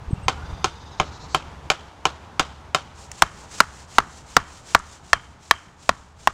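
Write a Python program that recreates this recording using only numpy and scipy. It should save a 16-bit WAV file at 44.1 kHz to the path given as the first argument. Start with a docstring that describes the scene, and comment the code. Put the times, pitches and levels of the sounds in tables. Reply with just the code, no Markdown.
"""Hammering tent pegs in the woods

A short log serves as a mallet: eight blows on a peg a few metres off, then nine on one right by the microphone.
Each blow sums decaying peg modes, a mallet note and noise cracks; logs and trunks answer with decaying noise.
Shaped noise makes the sleeve's swish, the wooden ticks, the distant rumble and the wash of open country.
Gliding sines call as faint birds, short pressure pulses bump the microphone, and the input clips loud knocks.
"""
import sys
import numpy as np
from scipy import signal
from scipy.fft import rfft, irfft
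from scipy.io import wavfile
from scipy.ndimage import uniform_filter1d

SR = 44100
rng = np.random.default_rng(int(sys.argv[2]) if len(sys.argv) > 2 else 0)


def generate_wav(sig):
    """Save sig (samples, or channels by samples) to the path in sys.argv[1] as 16-bit PCM at SR."""
    pcm = np.round(np.clip(np.atleast_2d(sig).T, -1, 1) * 32767).astype(np.int16)
    wavfile.write(sys.argv[1], SR, pcm)


N = 279153
T = np.arange(N) / SR
RING = T[:SR // 4]  # time axis of one short hit


def undb(db):
    """Decibels to gain."""
    return 10 ** (np.asarray(db) / 20)


def unit(x):
    """Scale to rms 1."""
    return x / np.sqrt(np.mean(x ** 2))


def add(out, start_s, x):
    """Mix x into out from start_s, cutting whatever runs past the end."""
    i = max(int(start_s * SR), 0)
    out[i:i + len(x)] += x[:max(N - i, 0)]


def noise(spectrum, size):
    """Noise of rms 1, its colour drawn through (frequency [Hz], level [dB]) points on a log axis."""
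    hz, db = np.transpose(spectrum)
    bin_hz = np.fft.rfftfreq(size, 1 / SR)
    gain = undb(np.interp(np.log(bin_hz + 1), np.log(hz), db))
    white = rng.standard_normal(size)
    return unit(irfft(rfft(white) * gain, size))


def walk(rate_hz):
    """Smooth random drift of rms near 1: random steps at rate_hz, averaged over one step."""
    k = max(int(SR / rate_hz), 1)
    steps = np.repeat(rng.standard_normal(N // k + 1), k)
    return unit(uniform_filter1d(steps, k)[:N])


def fade(t, t60):
    """Free decay, 60 dB down after t60 seconds."""
    return np.exp(-np.log(1000) * t / t60)


# background level before gain and drift: (time [s], bass level [dB], wash level [dB])
AIR_LEVELS = [(0.0, -42, -48.5), (0.49, -39, -45), (0.69, -44, -48), (1.53, -42, -46.5), (1.82, -46, -48),
              (3.33, -46, -51), (6.33, -52, -57.5)]
# colour of the distant rumble: (frequency [Hz], level [dB])
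RUMBLE_COLOUR = [(4, -45), (25, -13), (42, -16.5), (62, -2), (76, 3), (100, -8.5), (140, -7), (200, -13),
                 (300, -21), (450, -22.5), (900, -66)]
# colour of the wash of open country: (frequency [Hz], level [dB])
WASH_COLOUR = [(150, -15), (250, -7), (479, -7.5), (569, -7), (904, -1.5), (1990, -15), (3270, -19.5),
               (3880, -21.5), (5370, -25), (6590, -25.5), (8970, -34.5), (13800, -47.5), (15000, -85)]
WASH_GAIN_DB, DRIFT_DB, DRIFT_HZ = 2, -1.5, 24.4


def air():
    """Low rumble and an even wash, dying down overall; both waver together, the wash half as much in dB."""
    s, bass_db, wash_db = np.transpose(AIR_LEVELS)
    drift_db = DRIFT_DB * walk(DRIFT_HZ)
    bass = noise(RUMBLE_COLOUR, N) * undb(np.interp(T, s, bass_db) + drift_db)
    wash = noise(WASH_COLOUR, N) * undb(np.interp(T, s, wash_db) + .5 * drift_db + WASH_GAIN_DB)
    return bass + wash


def note(length_s, hz, arch, rough):
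    """Phase and envelope of a bird note: pitch arches up to hz and back, with random wavering."""
    u = np.linspace(0, 1, int(length_s * SR))
    pitch = hz * (1 - arch * (2 * u - 1) ** 2 + rough * walk(1500)[:len(u)])
    phase = 2 * np.pi * np.cumsum(pitch) / SR
    return phase, np.sin(np.pi * u)


# brief whistles of other birds:
# (time [s], length [s], top pitch [Hz], level [dB], arch [share of the pitch])
PEEPS = [(0.099, 0.037, 8400, -53, .035), (0.124, .03, 8100, -56, .02), (0.221, 0.049, 8250, -53, .035),
         (0.153, .04, 2750, -52, .1), (0.213, 0.053, 2800, -51, 0.124), (0.362, 0.058, 1430, -45, 0.068),
         (0.418, 0.02, 1440, -38, 0.11), (0.437, 0.034, 1556, -44.5, .12)]
# the hoarse call, as (first note, last note): it slows, rises and grows louder and rougher
CALL_GAP_S, CALL_HZ, CALL_DB, CALL_ROUGH = (.0415, .098), (1200, 1440), (-52.5, -46.5), (.044, .099)
CALL_START_S = .443
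CALL_CURVE = 2.5  # the change gathers as a power of the note number
CALL_DUTY = .94  # share of each gap that sounds


def birds(count=16):
    """A hoarse, slowing call made of upper harmonics only, and a few nearly pure peeps."""
    out = np.zeros(N)
    harmonics = np.arange(3, 6)
    harmonic_gains = undb(-3 * np.arange(len(harmonics)))
    s = CALL_START_S
    for progress in np.linspace(0, 1, count) ** CALL_CURVE:
        gap = np.interp(progress, (0, 1), CALL_GAP_S)
        hz = np.interp(progress, (0, 1), CALL_HZ)
        db = np.interp(progress, (0, 1), CALL_DB)
        rough = np.interp(progress, (0, 1), CALL_ROUGH)
        phase, swell = note(CALL_DUTY * gap, hz, arch=.05, rough=rough)
        voice = harmonic_gains @ np.sin(np.outer(harmonics, phase))
        add(out, s, undb(db) * np.sqrt(np.abs(swell)) * voice)
        s += gap
    for s, length, hz, db, arch in PEEPS:
        phase, swell = note(length, hz, arch, rough=.014)
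        add(out, s, undb(db) * swell * np.sin(phase))
    return out


# strong dull bumps on the microphone: (time [s], level [dB], frequency [Hz])
STRONG_BUMPS = [(0.076, -25, 61.4), (.109, -21.5, 266), (0.1301, -9.5, 124), (0.261, -22, 92),
                (.526, -22, 72.5)]
JOSTLE_UNTIL_S, JOSTLE_DB, JOSTLE_HZ = .71, -29, 95  # light bumps; pitch strays half an octave either way


def bumps(count=13):
    """Each bump is one short swing of pressure; light ones jostle at random among the strong ones."""
    out = np.zeros(N)
    light = []
    for k, (when, pitch) in enumerate(rng.random((count, 2))):
        light.append((JOSTLE_UNTIL_S * (k + when) / count, JOSTLE_DB, JOSTLE_HZ * 2 ** (pitch - .5)))
    for s, db, hz in list(STRONG_BUMPS) + light:
        progress = np.minimum(RING * hz / 1.42, 1)
        swing = np.sin(np.pi * progress) * np.sin(2 * np.pi * 1.31 * (.5 - progress))
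        add(out, s - .002, undb(db) * swing)
    return out


# light ticks of wood: (time [s], level [dB])
TICKS = [(3.116, -26), (4.791, -34)]
# colour of a light tick: (frequency [Hz], level [dB])
TICK_COLOUR = [(200, -44), (900, -8), (2300, 7), (3600, -14), (6500, 7), (9000, -3), (13000, -36),
               (16000, -50)]


def ticks():
    """Small dry clicks between the blows: coloured noise that dies at once."""
    out = np.zeros(N)
    for s, db in TICKS:
        add(out, s, undb(db) * noise(TICK_COLOUR, len(RING)) * fade(RING, .016))
    return out


def rub(middle_s, length_s, db):
    """Speed of one arm movement: it swells, holds and dies away."""
    return undb(db) / (1 + (2 * (T - middle_s) / length_s) ** 4) ** 1.5


# colour of nylon sliding on nylon: (frequency [Hz], level [dB])
NYLON_COLOUR = [(800, 0.5), (2000, -2), (3400, -1), (4600, -1), (6000, 1.5), (7400, 2), (9000, -7.5),
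                (11000, -18.5), (13500, -26), (16000, -30)]
# leads and lags run between the blow and the middle of each movement
LIFT_LEAD_S, LIFT_S, LIFT_DB = .2, .13, -49.5
SHORT_LIFTS_FROM_S, SHORT_LIFT_DB = 5.3, -65  # the last strokes are raised less far, so they swish less
DOWNSWING_LEAD_S, DOWNSWING_S = .044, .11
REBOUND_LAG_S, REBOUND_S, REBOUND_DB = .06, .18, -57


def sleeve():
    """Nylon slides on nylon at lift, downswing and rebound, swelling with arm speed and catching slightly."""
    speed = np.zeros(N)
    for s, *_, downswing_db in NEAR_BLOWS:
        lift_db = LIFT_DB if s < SHORT_LIFTS_FROM_S else SHORT_LIFT_DB
        speed += rub(s - LIFT_LEAD_S, LIFT_S, lift_db)
        speed += rub(s - DOWNSWING_LEAD_S, DOWNSWING_S, downswing_db)
        speed += rub(s + REBOUND_LAG_S, REBOUND_S, REBOUND_DB)
    catching = undb(1.46 * walk(120))
    return noise(NYLON_COLOUR, N) * speed * catching


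# high ring of the wood as it lingers among the trees: (frequency [Hz], level [dB])
LINGERING_RING = [(1200, -40), (2200, -1), (2700, -9), (3000, -3), (3150, 4), (3280, -8.5), (3500, -18),
                  (6000, -71)]


def woodland(blows, colour, early_db, early_t60, late_db, late_t60, late_tilt_db, hard_tilt):
    """Nearby logs scatter each knock at once; trunks further off return a thin, grainy tail."""
    out, t = np.zeros(N), T[:SR]
    hz, db = np.transpose(colour)
    octaves = np.log2(hz / 1000)
    build = np.clip(t / .0025 - .5, 0, 1)  # silent at first, then a quick rise
    for s, blow_db, hard_db, mallet_hz, mallet_db, _, ring_db, *_ in blows:
        # a harder contact sends more treble into the trees
        tone = db + hard_tilt * hard_db * octaves
        # and the mallet's note tints the echo
        tone += 1.4 * undb(mallet_db) * np.exp(-(2 * np.log2(hz / mallet_hz)) ** 2)
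        late_tone = tone + late_tilt_db * octaves
        early = undb(early_db) * noise(np.c_[hz, tone], SR) * fade(t, early_t60)
        late = undb(late_db) * noise(np.c_[hz, late_tone], SR) * fade(t, late_t60)
        ring = undb(ring_db) * noise(LINGERING_RING, SR) * fade(t, .45)
        grain_db = 2.2 * walk(300)[:SR]
        add(out, s, undb(blow_db + grain_db) * build * (early + late + ring))
    return out


# crack of wood on wood: (frequency [Hz], level [dB])
CRACK_COLOUR = [(300, -1), (900, 2.5), (2000, -8.5), (3200, -6), (4800, -8.5), (7200, -13), (9000, -23.5),
                (12000, -38.5), (16000, -60.5)]
# bright first instant of contact: (frequency [Hz], level [dB])
SNAP_COLOUR = [(1000, -3), (5000, 1), (11000, -1), (14000, -6), (16500, -17)]
SNAP_DB, SNAP_T60_S = -14, .0018
HIGH_RING_HZ, HIGH_RING_T60_S = 3209, .037  # high ring straight from the wood
SOIL_TOP_HZ = 550  # peg modes below this follow the soil thud


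def knocks(blows, modes, mallet_t60, crack_db, crack_t60, contact_s, high_db):
    """Each blow rings the peg's modes and the mallet, whose note depends on where it lands; contact cracks."""
    out = np.zeros(N)
    hz, db, t60 = np.transpose(modes)
    sign = (-1) ** np.arange(len(hz))  # neighbouring modes swing in opposite directions
    push = 1 - np.exp(-RING / contact_s)
    # a thin log radiates little bass
    bass_cut = signal.butter(2, SOIL_TOP_HZ, "high", fs=SR, output="sos")
    t = RING[:, None]
    for s, blow_db, hard_db, mallet_hz, mallet_db, thud_db, ring_db, *_ in blows:
        chance = rng.standard_normal((2, len(hz)))  # no two blows ring quite alike
        pitch = hz * (1 + .012 * chance[0])
        size = undb(db + .5 * chance[1] + thud_db * (hz < SOIL_TOP_HZ))
        peg = (np.sin(2 * np.pi * pitch * t) * fade(t, t60)) @ (sign * size)
        mallet = undb(mallet_db) * np.cos(2 * np.pi * mallet_hz * RING) * fade(RING, mallet_t60)
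        high = np.sin(2 * np.pi * HIGH_RING_HZ * RING) * fade(RING, HIGH_RING_T60_S)
        high *= undb(ring_db + high_db)
        crack = undb(crack_db + hard_db) * noise(CRACK_COLOUR, len(RING)) * fade(RING, crack_t60)
        snap = undb(SNAP_DB + hard_db) * noise(SNAP_COLOUR, len(RING)) * fade(RING, SNAP_T60_S)
        body = signal.sosfilt(bass_cut, push * (mallet + high + crack + snap))
        add(out, s, undb(blow_db) * (peg + body))
    return out


# blows on the far peg, part levels relative to the blow: (time [s], blow level [dB], crack [dB],
# mallet ring [Hz], mallet ring [dB], soil thud [dB], high ring of the wood [dB])
FAR_BLOWS = [(.2822, -10, 2.5, 1480, -3, -3.5, -38), (.6433, -12, 6.5, 2350, -16, 6, -46),
             (.9991, -10, -3, 2317, 2.5, 3.5, -44), (1.3465, -10.5, 3.5, 2800, -31, 4, -34),
             (1.7012, -9, 5, 2340, 5, -0.5, -35), (2.0539, -11, 3, 2910, -2, 2, -48),
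             (2.3955, -8.5, 4, 2950, -22, -2, -38), (2.747, -11.5, 7, 954, 0.5, 1, -33)]
# modes of the far peg in the soil: (frequency [Hz], level [dB], t60 [s])
FAR_PEG_MODES = [(153, -13, 0.052), (326.3, -24.5, 0.12), (408.5, -13.5, 0.051), (620, -5.5, 0.012),
                 (765.5, -2.5, 0.039), (1039, 3, 0.017), (1283, -3, 0.044), (1550, -8.5, 0.021),
                 (2070, -7, 0.014), (2407, 1, 0.0093), (3093, -6, 0.027), (3410, -5.5, 0.012),
                 (6530, -9, 0.015)]
# colour that the trees send back from the far peg: (frequency [Hz], level [dB])
FAR_WOOD_COLOUR = [(100, 3), (330, -3), (600, 1), (850, -1.5), (1350, 4), (1900, -10), (3100, -7.5),
                   (4200, -13), (7500, -21), (9500, -36), (15000, -57)]
# echoes from the ground, the log pile and the shelter: (delay [s], gain [linear])
FAR_ECHOES = [(.0029, .3), (.0066, .16), (0.0133, .16)]


def far_peg():
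    """Knocks from a few metres off, thickened by close echoes and the answer of the trees."""
    direct = knocks(FAR_BLOWS, FAR_PEG_MODES, mallet_t60=.015, crack_db=-1.5, crack_t60=.018,
                    contact_s=.00011, high_db=1)
    out = direct + woodland(FAR_BLOWS, FAR_WOOD_COLOUR, early_db=-9.5, early_t60=.13,
                            late_db=-30.5, late_t60=.65, late_tilt_db=1.0, hard_tilt=.33)
    for delay, gain in FAR_ECHOES:
        add(out, delay, gain * direct)
    return out


# blows on the near peg, columns as for the far peg plus the sleeve's downswing: (time [s],
# blow level [dB], crack [dB], mallet ring [Hz], mallet ring [dB], soil thud [dB],
# high ring of the wood [dB], sleeve level [dB, independent of the blow])
NEAR_BLOWS = [(3.2213, 5, 0.5, 1336, 1.5, -5, -49.5, -47.5), (3.6034, 3.5, 2, 1377, 4.5, 2.5, -58, -39.5),
              (3.9834, 4.5, -2, 1355, 0, 0.5, -57, -46), (4.3666, 6, -2, 1340, 1, 1, -52, -47),
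              (4.7484, 4.5, -1.5, 1395, -4.5, -2, -66, -44), (5.1316, 1, -1.5, 1765, 7.5, -11, -43.5, -52),
              (5.5106, 1.5, 1, 1780, 6.5, -12, -43.5, -51.5), (5.892, 1, -4, 623, -5, -3, -57, -52),
              (6.2734, -1.5, -3, 827, 6.5, -0.5, -58, -53)]
# modes of the near peg in the soil: (frequency [Hz], level [dB], t60 [s])
NEAR_PEG_MODES = [(193, -27, 0.047), (286, -12, 0.018), (403, -33.5, 0.073), (676.5, -15.5, 0.033),
                  (791, -9, 0.018), (971, -3, 0.016), (1113, -4.5, 0.024), (1364, -3.5, 0.015),
                  (1747, -2, 0.0062), (1944, -4.5, 0.016), (2500, -8.5, 0.0067), (3200, -32.5, 0.036)]
# colour that the trees send back from the near peg: (frequency [Hz], level [dB])
NEAR_WOOD_COLOUR = [(100, 1.5), (250, -10), (520, -16.5), (900, -5.5), (1200, -0.5), (1750, -7),
                    (2500, -17.5), (3200, -20), (3600, -21.5), (7000, -24), (10000, -38.5), (15000, -57)]


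def near_peg():
    """Close, dry knocks: the same wood-on-wood contact, with far less of the trees."""
    direct = knocks(NEAR_BLOWS, NEAR_PEG_MODES, mallet_t60=.013, crack_db=-2, crack_t60=.017,
                    contact_s=.000088, high_db=26)
    return direct + woodland(NEAR_BLOWS, NEAR_WOOD_COLOUR, early_db=-25.5, early_t60=.14,
                             late_db=-45, late_t60=.78, late_tilt_db=1.5, hard_tilt=.39)


def scene():
    """The camp, heard through one microphone."""
    background = air() + birds() + bumps()
    handling = ticks() + sleeve()
    return (background + handling + far_peg() + near_peg())[None]


TOP_HZ = 16300


def record(dry):
    """The overloaded input clips loud peaks; a steep low-pass then cuts the top."""
    clipped = np.clip(dry, -.96, .96)
    top_cut = signal.ellip(8, .2, 70, TOP_HZ, fs=SR, output="sos")
    return signal.sosfilt(top_cut, clipped)


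dry = scene()
out = record(dry)
generate_wav(out)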